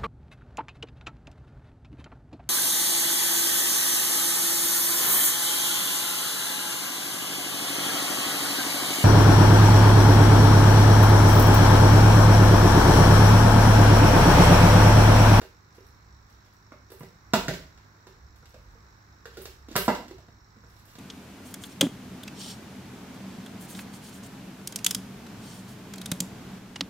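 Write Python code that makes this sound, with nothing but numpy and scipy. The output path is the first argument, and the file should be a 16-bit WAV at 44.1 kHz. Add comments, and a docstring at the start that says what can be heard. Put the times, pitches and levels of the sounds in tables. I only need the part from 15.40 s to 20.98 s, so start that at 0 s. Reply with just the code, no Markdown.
"""A small, partly filled plastic bottle is handled, flipped and bounced twice on a tiled floor in a furnished room.
Fingers and water rustle first; near 1.9 s it lands hard and bounces. Handling resumes, it lands again
near 4.4 s, and light knocks end the scene. Each blow sums a decaying thud, shell modes and crackling noise.
Throughout, a fan gives shaped noise for hiss, sines for mains hum and a modal tick each mains cycle; a low
noise rumble of uneven level lies below. A diffuse noise tail forms the room; a two-port microphone listens."""
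import sys
import numpy as np
from scipy import signal
from scipy.fft import rfft, irfft
from scipy.io import wavfile
from scipy.ndimage import uniform_filter1d

SR = 44100
rng = np.random.default_rng(int(sys.argv[2]) if len(sys.argv) > 2 else 0)


def elevation(decibels):
    """Turn decibel levels (scalar or array-like) into linear amplitude ratios."""
    levels = np.asarray(decibels, float)
    return 10 ** (levels / 20)


def generate_wav(signal):
    """Clip the signal to [-1, 1] and save it as 16-bit WAV at the path in sys.argv[1]."""
    frames = np.transpose(np.atleast_2d(signal))
    scaled = np.clip(frames, -1, 1) * 32767
    pcm = np.round(scaled).astype(np.int16)
    wavfile.write(sys.argv[1], SR, pcm)


N = 246298
TIME = np.arange(N) / SR


def on_log(table, hz, axis=1):
    """Logarithmic frequency scale: one column of a table, interpolated along log frequency."""
    table = np.array(table)
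    return np.interp(np.log(np.maximum(hz, 1)), np.log(table[:, 0]), table[:, axis])


def unit(x):
    """Normalisation: the signal is scaled to rms 1."""
    return x / np.sqrt(np.mean(x ** 2))


def leveled(x, db):
    """Onset level: the rms of the first 20 ms is set."""
    return elevation(db) * x / np.sqrt(np.mean(x[:SR // 50] ** 2))


def colour(x, table, lo_hz=0, hi_hz=SR):
    """Linear filtering: a spectral envelope is applied between two band edges."""
    hz = np.arange(x.shape[-1] // 2 + 1) * SR / x.shape[-1]
    in_band = (hz >= lo_hz) * (hz < hi_hz)
    return irfft(rfft(x) * elevation(on_log(table, hz)) * in_band, x.shape[-1])


def diffuse(size, likeness):
    """Spatial coherence: mid and side noise are weighted for a set correlation of two ports."""
    hz = np.arange(size // 2 + 1) * SR / size
    like = np.clip(on_log(likeness, hz), -.9, .99)
    mid, side = rfft(rng.standard_normal((2, size)))
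    mid = mid * np.sqrt(1 + like)
    side = side * np.sqrt(1 - like)
    return irfft(np.array([mid + side, mid - side]), size) / np.sqrt(2)


def fade(t, t60):
    """Exponential decay: the level falls 60 dB in t60 seconds."""
    return 1000. ** (-t / np.maximum(t60, 1e-3))


def ring(modes, t, chance, scatter_db, detune):
    """Modal superposition: decaying sines, one a row, with scattered strength, pitch and phase."""
    hz, db, t60 = np.array(modes).T[:, :, None]
    gain = elevation(db + scatter_db * chance[0])
    hz = hz * (1 + detune * chance[1])
    return gain * fade(t, t60) * np.sin(2 * np.pi * hz * t + chance[2])


def walk(rate):
    """Slow random modulation: levels held 1 / rate s and smoothed twice; spread near 1."""
    k = int(SR / rate)
    steps = np.repeat(rng.standard_normal(N // k + 1), k)
    return 1.4 * uniform_filter1d(uniform_filter1d(steps, k), k)[:N]


def add(out, x, s):
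    """Linear superposition: a short sound is added from s seconds on."""
    i = int(s * SR)
    out[i:i + len(x)] += x[:max(len(out) - i, 0)]


# Blows, bounces and finger knocks on the body: (time [s], thud frequency [Hz], thud level [dB],
# favoured shell frequency [Hz], level of shell modes from 850 Hz up [dB], crack level [dB])
BLOWS = [(0.015, 358, -51.5, 1840, -37.5, -53.5), (0.028, 388, -56.5, 634, -40, -82.5),
         (0.382, 390, -55, 1034, -48, -78), (1.32, 280, -53, 1200, -37, -65),
         (1.502, 392, -55.5, 1290, -58, -70), (1.518, 393, -49.5, 1230, -42, -65),
         (1.608, 157, -40, 960, -35.5, -79), (1.632, 181, -50.5, 950, -42, -59),
         (1.935, 210, -25.5, 1010, -7.5, -26.5), (1.971, 180, -38, 960, -40, -46),
         (2.082, 178, -31.5, 1750, -20.5, -35.5), (2.089, 172, -30.5, 600, -25.5, -49),
         (2.136, 353, -49, 760, -47, -44.5), (2.669, 380, -55, 895, -45, -58),
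         (3.028, 165, -59, 1330, -47, -76), (3.142, 518, -58, 600, -46, -61.5),
         (3.352, 450, -62, 1530, -63, -80), (3.855, 447, -50.5, 1630, -34, -51.5),
         (3.97, 438, -48, 1490, -44.5, -51.5), (3.977, 372, -43.5, 1360, -45, -71),
         (4.054, 386, -53, 960, -52, -46.5), (4.285, 287, -50, 1190, -51, -56),
         (4.312, 310, -45.5, 2030, -60.5, -56.5), (4.355, 179, -32, 755, -16.5, -37),
         (4.362, 397, -34, 1540, -18, -29), (4.48, 251.5, -22, 894, -10, -36.5),
         (4.486, 260, -28.5, 2300, -14.5, -49), (4.549, 273, -44, 724, -33, -44.5),
         (4.681, 368, -57.5, 956, -51, -57), (4.71, 360, -43.5, 930, -43.5, -58),
         (4.782, 151, -53.5, 710, -51, -62), (4.884, 153, -54, 845, -49.5, -71),
         (5.166, 220, -55.5, 1560, -70, -73), (5.237, 148, -53.5, 1530, -48.5, -70),
         (5.553, 149, -53.5, 2210, -58.5, -56)]
# Shell modes: (frequency [Hz], relative level [dB], t60 [s])
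SHELL_MODES = [(260.5, -1, 0.026), (385, -10.5, 0.076), (456, -2.5, 0.034), (622, -7.5, 0.037),
               (765, -3.5, 0.018), (960, -2, 0.015), (1150, 0, 0.0093), (1374, -7, 0.026),
               (1550, -0.5, 0.018), (1773, -4, 0.011), (2030, -6, 0.016), (2290, -5.5, 0.0078),
               (2596, -10, 0.011), (2887, -10.5, 0.011)]
# Bright crackles and snaps, some alone, some on top of a blow: (time [s], crack level [dB], snap level [dB])
BRIGHT_CRACKLES = [(0.466, -77, -68), (0.899, -70, -71), (1.135, -73, -72), (1.502, -63, -61.5),
                   (1.518, -63, -55), (1.594, -69, -56), (2.183, -76, -69), (2.375, -62, -78),
                   (2.959, -67, -69.5), (3.056, -60, -69), (3.092, -76, -68), (3.972, -70, -57),
                   (4.017, -64, -49.5), (4.054, -62, -60), (4.362, -49.5, -28), (5.454, -67, -62)]


def bottle():
    """Impact excitation: a blow sets off the water-loaded wall's thud, the shell modes and a crack."""
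    thud_t60_s, thud_rise_s, contact_s = 0.044, 0.0013, 0.0013
    snap_under_crack_db = 10
    out = np.zeros(N)
    t = np.arange(4096) / SR
    mode_hz = np.array(SHELL_MODES)[:, :1]
    for s, thud_hz, thud_db, spot_hz, shell_db, crack_db in BLOWS:
        chance = rng.standard_normal((3, len(SHELL_MODES), 1))
        modes = ring(SHELL_MODES, t, chance, scatter_db=2.5, detune=.02)
        modes *= 1 - np.exp(-t / contact_s)
        # the spot that is struck favours the modes near its own pitch
        modes *= 1 + 2.0 * np.exp(-(np.log(mode_hz / spot_hz) / .14) ** 2)
        # low modes follow the weight of the thud, high ones the hardness of the contact
        lean_db = on_log([(400, thud_db + 10.0), (850, shell_db)], mode_hz)
        shell = np.sum(elevation(lean_db) * modes, axis=0) / np.abs(modes.sum(axis=0)).max()
        add(out, shell, s)
        thud = (1 - np.exp(-t / thud_rise_s)) * fade(t, thud_t60_s) * np.sin(2 * np.pi * thud_hz * t)
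        crack = chatter(t, crack_db, crack_db - snap_under_crack_db)
        add(out, leveled(thud, thud_db) + crack, s)
    for s, crack_db, snap_db in BRIGHT_CRACKLES:
        add(out, chatter(t, crack_db, snap_db), s)
    # high-pass: keeps the bottle's sound free of deep bass
    return signal.sosfilt(signal.butter(2, 110, "high", fs=SR, output="sos"), out)


def chatter(t, crack_db, snap_db):
    """Broadband contact noise: one sharp contact, then the wall chatters, evenly over all pitches."""
    push_t60_s, contact_s = 0.044, 0.0013
    push = rng.standard_normal(len(t)) * fade(t, push_t60_s) * (1 - np.exp(-(t / contact_s) ** 2))
    push[int(contact_s * SR)] += 5.0
    tones = rfft(push)
    # dividing by the smoothed magnitude flattens the spectrum before it is coloured
    even = irfft(tones / uniform_filter1d(np.abs(tones), size=7), len(t))
    crack, snap = crackle(even * fade(t, 2 * push_t60_s))
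    return leveled(crack, crack_db) + leveled(snap, snap_db)


# Colour of the crack and snap: (frequency [Hz], relative spectral density [dB per Hz])
CRACK_COLOUR = [(1500, 1.5), (2300, -1.5), (3100, -2.5), (4100, 1.5), (5500, 0), (7900, -4), (8600, -17),
                (9700, -14.5), (11600, -9.5), (14800, -12), (16000, -8.5)]


def crackle(x):
    """Band splitting: a crack below and a snap above one edge, each of rms 1."""
    split_hz = 7900
    crack = unit(colour(x, CRACK_COLOUR, hi_hz=split_hz))
    snap = unit(colour(x, CRACK_COLOUR, lo_hz=split_hz))
    return np.array([crack, snap])


# Spells of fingers on the label and water in the bottle:
# (start [s], length [s], crack level [dB], snap level [dB])
RUSTLE_SPELLS = [(0.0, 0.03, -59, -63), (0.314, 0.15, -71.5, -75.5), (0.848, 0.14, -74, -85),
                 (1.03, 0.059, -70, -79), (1.48, 0.14, -67, -80), (2.956, 0.37, -79, -83.5),
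                 (3.91, 0.14, -59, -67.5), (4.29, 0.067, -52, -62.5), (5.252, .14, -70.5, -72.5),
                 (5.462, 0.086, -62, -64.5)]


def rustle():
    """Amplitude-modulated noise: grainy crackle of label and water that rises, holds and fades."""
    rise_s, t60_s = .02, .15
    grain = unit(elevation(4.4 * walk(150)))
    crack, snap = crackle(rng.standard_normal(N)) * grain
    out = np.zeros(N)
    for s, length, crack_db, snap_db in RUSTLE_SPELLS:
        rise = np.clip((TIME - s) / rise_s, 0, 1)
        envelope = rise * fade(np.maximum(TIME - s - length, 0), t60_s)
        out += envelope * (elevation(crack_db) * crack + elevation(snap_db) * snap)
    return out


# Room tail: (frequency [Hz], t60 [s], level against the direct sound [dB])
ROOM_BANDS = [(120, 0.3, -6.5), (260, 0.44, -2.5), (600, 0.36, 2.5), (1346, 0.34, -1.5), (2900, 0.42, 5.5),
              (6070, 0.39, -1), (12200, 0.37, 4.5)]
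# Likeness of the two ports for the room tail: (frequency [Hz], correlation [1])
ROOM_LIKENESS = [(130, .97), (290, .94), (640, .72), (1400, .3), (3100, .05), (6800, 0)]


def room(x):
    """Reverberation: convolution with a diffuse tail that dies band by band."""
    t = np.arange(SR // 2) / SR
    noise = rfft(diffuse(len(t), ROOM_LIKENESS))
    hz = np.arange(len(t) // 2 + 1) * 2.
    tail = 0
    for k, (_, t60, db) in enumerate(ROOM_BANDS):
        # neighbouring bands cross over so that their shares add up to 1
        share = on_log([(row[0], j == k) for j, row in enumerate(ROOM_BANDS)], hz)
        # the first echoes come off the floor and furniture
        envelope = fade(t, t60) * (1 - np.exp(-t / 0.001))
        envelope = envelope / np.sqrt(np.sum(envelope ** 2))  # unit energy
        tail = tail + elevation(db) * irfft(noise * share, len(t)) * envelope
    return signal.fftconvolve(x[None], tail, axes=1)[:, :N]


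MAINS_HZ = 50.0113
# What the motor tick rings: (frequency [Hz], relative level [dB], t60 [s])
TICK_MODES = [(3720, -10.5, 0.024), (3946, -1, 0.028), (4260, -2, 0.019), (5110, -13, .012),
              (5404, 0.5, 0.02), (5556, 4, 0.022), (5790, 0.5, 0.02), (5920, -15, 0.011), (6780, -8, 0.029),
              (7650, -7.5, 0.02), (7580, -10.5, 0.014)]


def ticks():
    """Periodic modal excitation: the motor ticks once a mains cycle, each a little different."""
    first_s, gain_db = .0064, -65
    out = np.zeros(N)
    t = np.arange(SR // 50) / SR
    rise = 1 - np.exp(-(t / .0004) ** 2)
    for s in np.arange(first_s, TIME[-1], 1 / MAINS_HZ):
        chance = .6 * rng.standard_normal((3, len(TICK_MODES), 1))
        tick = ring(TICK_MODES, t, chance, scatter_db=3, detune=.02)
        add(out, elevation(1.5 * rng.standard_normal()) * rise * tick.sum(axis=0), s)
    return elevation(gain_db) * out


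# Colour of the air hiss: (frequency [Hz], relative spectral density [dB per Hz])
HISS_COLOUR = [(65, -30), (110, -1.5), (130, -6.5), (200, -14.5), (320, -13), (600, -20.5), (1000, -13),
               (1550, -14), (2200, -21.5), (3000, -34), (5500, -26.5), (7800, -34.5), (8200, -71),
               (10300, -44), (15700, -35.5)]
# Likeness of the two ports for hiss and low rumble: (frequency [Hz], correlation [1])
BACKGROUND_LIKENESS = [(60, 0.97), (130, 0.92), (290, 0.69), (640, 0.22), (1410, -0.18), (3100, -0.01),
                       (6820, -0.12), (15000, 0.02)]
# Mains hum: (multiple of the mains frequency [1], rms level [dB])
HUM = [(2, -61), (3, -70.5), (4, -71.5), (5, -84.5)]


def fan():
    """Flow noise and harmonic hum: air hiss that breathes a little, and mains harmonics."""
    hiss_db = -58 + 0.77 * walk(2.8)
    hiss = elevation(hiss_db) * unit(colour(diffuse(N, BACKGROUND_LIKENESS), HISS_COLOUR))
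    hum = sum(elevation(db) * np.sqrt(2) * np.sin(2 * np.pi * k * MAINS_HZ * TIME + 0.19) for k, db in HUM)
    return hiss + hum


# Uneven level of the low rumble, strongest around the hard blows: (time [s], level [dB])
LOW_RUMBLE_LEVEL = [(0.0, -49.5), (0.36, -60.5), (0.46, -51), (1.21, -57), (1.3, -54.5), (1.86, -57),
                    (1.93, -46), (2.08, -39), (2.56, -65.5), (2.89, -49), (2.98, -53.5), (3.28, -47.5),
                    (3.59, -60), (4.06, -49.5), (4.15, -53), (4.45, -43), (4.82, -55.5), (5.58, -56)]
# Colour of the low rumble: (frequency [Hz], relative spectral density [dB per Hz])
LOW_RUMBLE_COLOUR = [(20, -35), (36, 1.5), (50, -3.5), (66, 2.5), (85, -11.5), (100, -47.5)]


def low_rumble():
    """Band-limited noise: a low rumble of uneven level, strongest around the hard blows."""
    level_db = np.interp(TIME, *np.transpose(LOW_RUMBLE_LEVEL))
    noise = colour(diffuse(N, BACKGROUND_LIKENESS), LOW_RUMBLE_COLOUR, hi_hz=110.6)
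    return elevation(level_db) * unit(noise)


def scene():
    """Superposition of direct and reverberant sound: bottle and motor in the room, over the background."""
    left_lag = 4  # samples
    motor_room_db = -1.5
    near = bottle() + rustle()
    motor = ticks()
    # the bottle lies off to the right, so its sound reaches the left port late
    direct = np.array([np.roll(near, left_lag), near])
    return direct + motor + room(near + elevation(motor_room_db) * motor) + fan() + low_rumble()


def roll_off(x):
    """The treble ends steeply here."""
    return signal.sosfilt(signal.butter(12, 16810, fs=SR, output="sos"), x)


def record(dry):
    """Band limiting and port sensitivity: bass and top are cut, and the left port is the weaker."""
    top_hz, bass_hz = 15720, 60
    left_over_right_db = -2.4
    dry = signal.sosfilt(signal.ellip(10, .3, 60, top_hz, fs=SR, output="sos"), dry)
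    dry = signal.sosfilt(signal.butter(2, bass_hz, "high", fs=SR, output="sos"), dry)
    mix = dry * elevation(np.array([[left_over_right_db], [-left_over_right_db]]) / 2)
    return roll_off(mix)


dry = scene()
out = record(dry)
generate_wav(out)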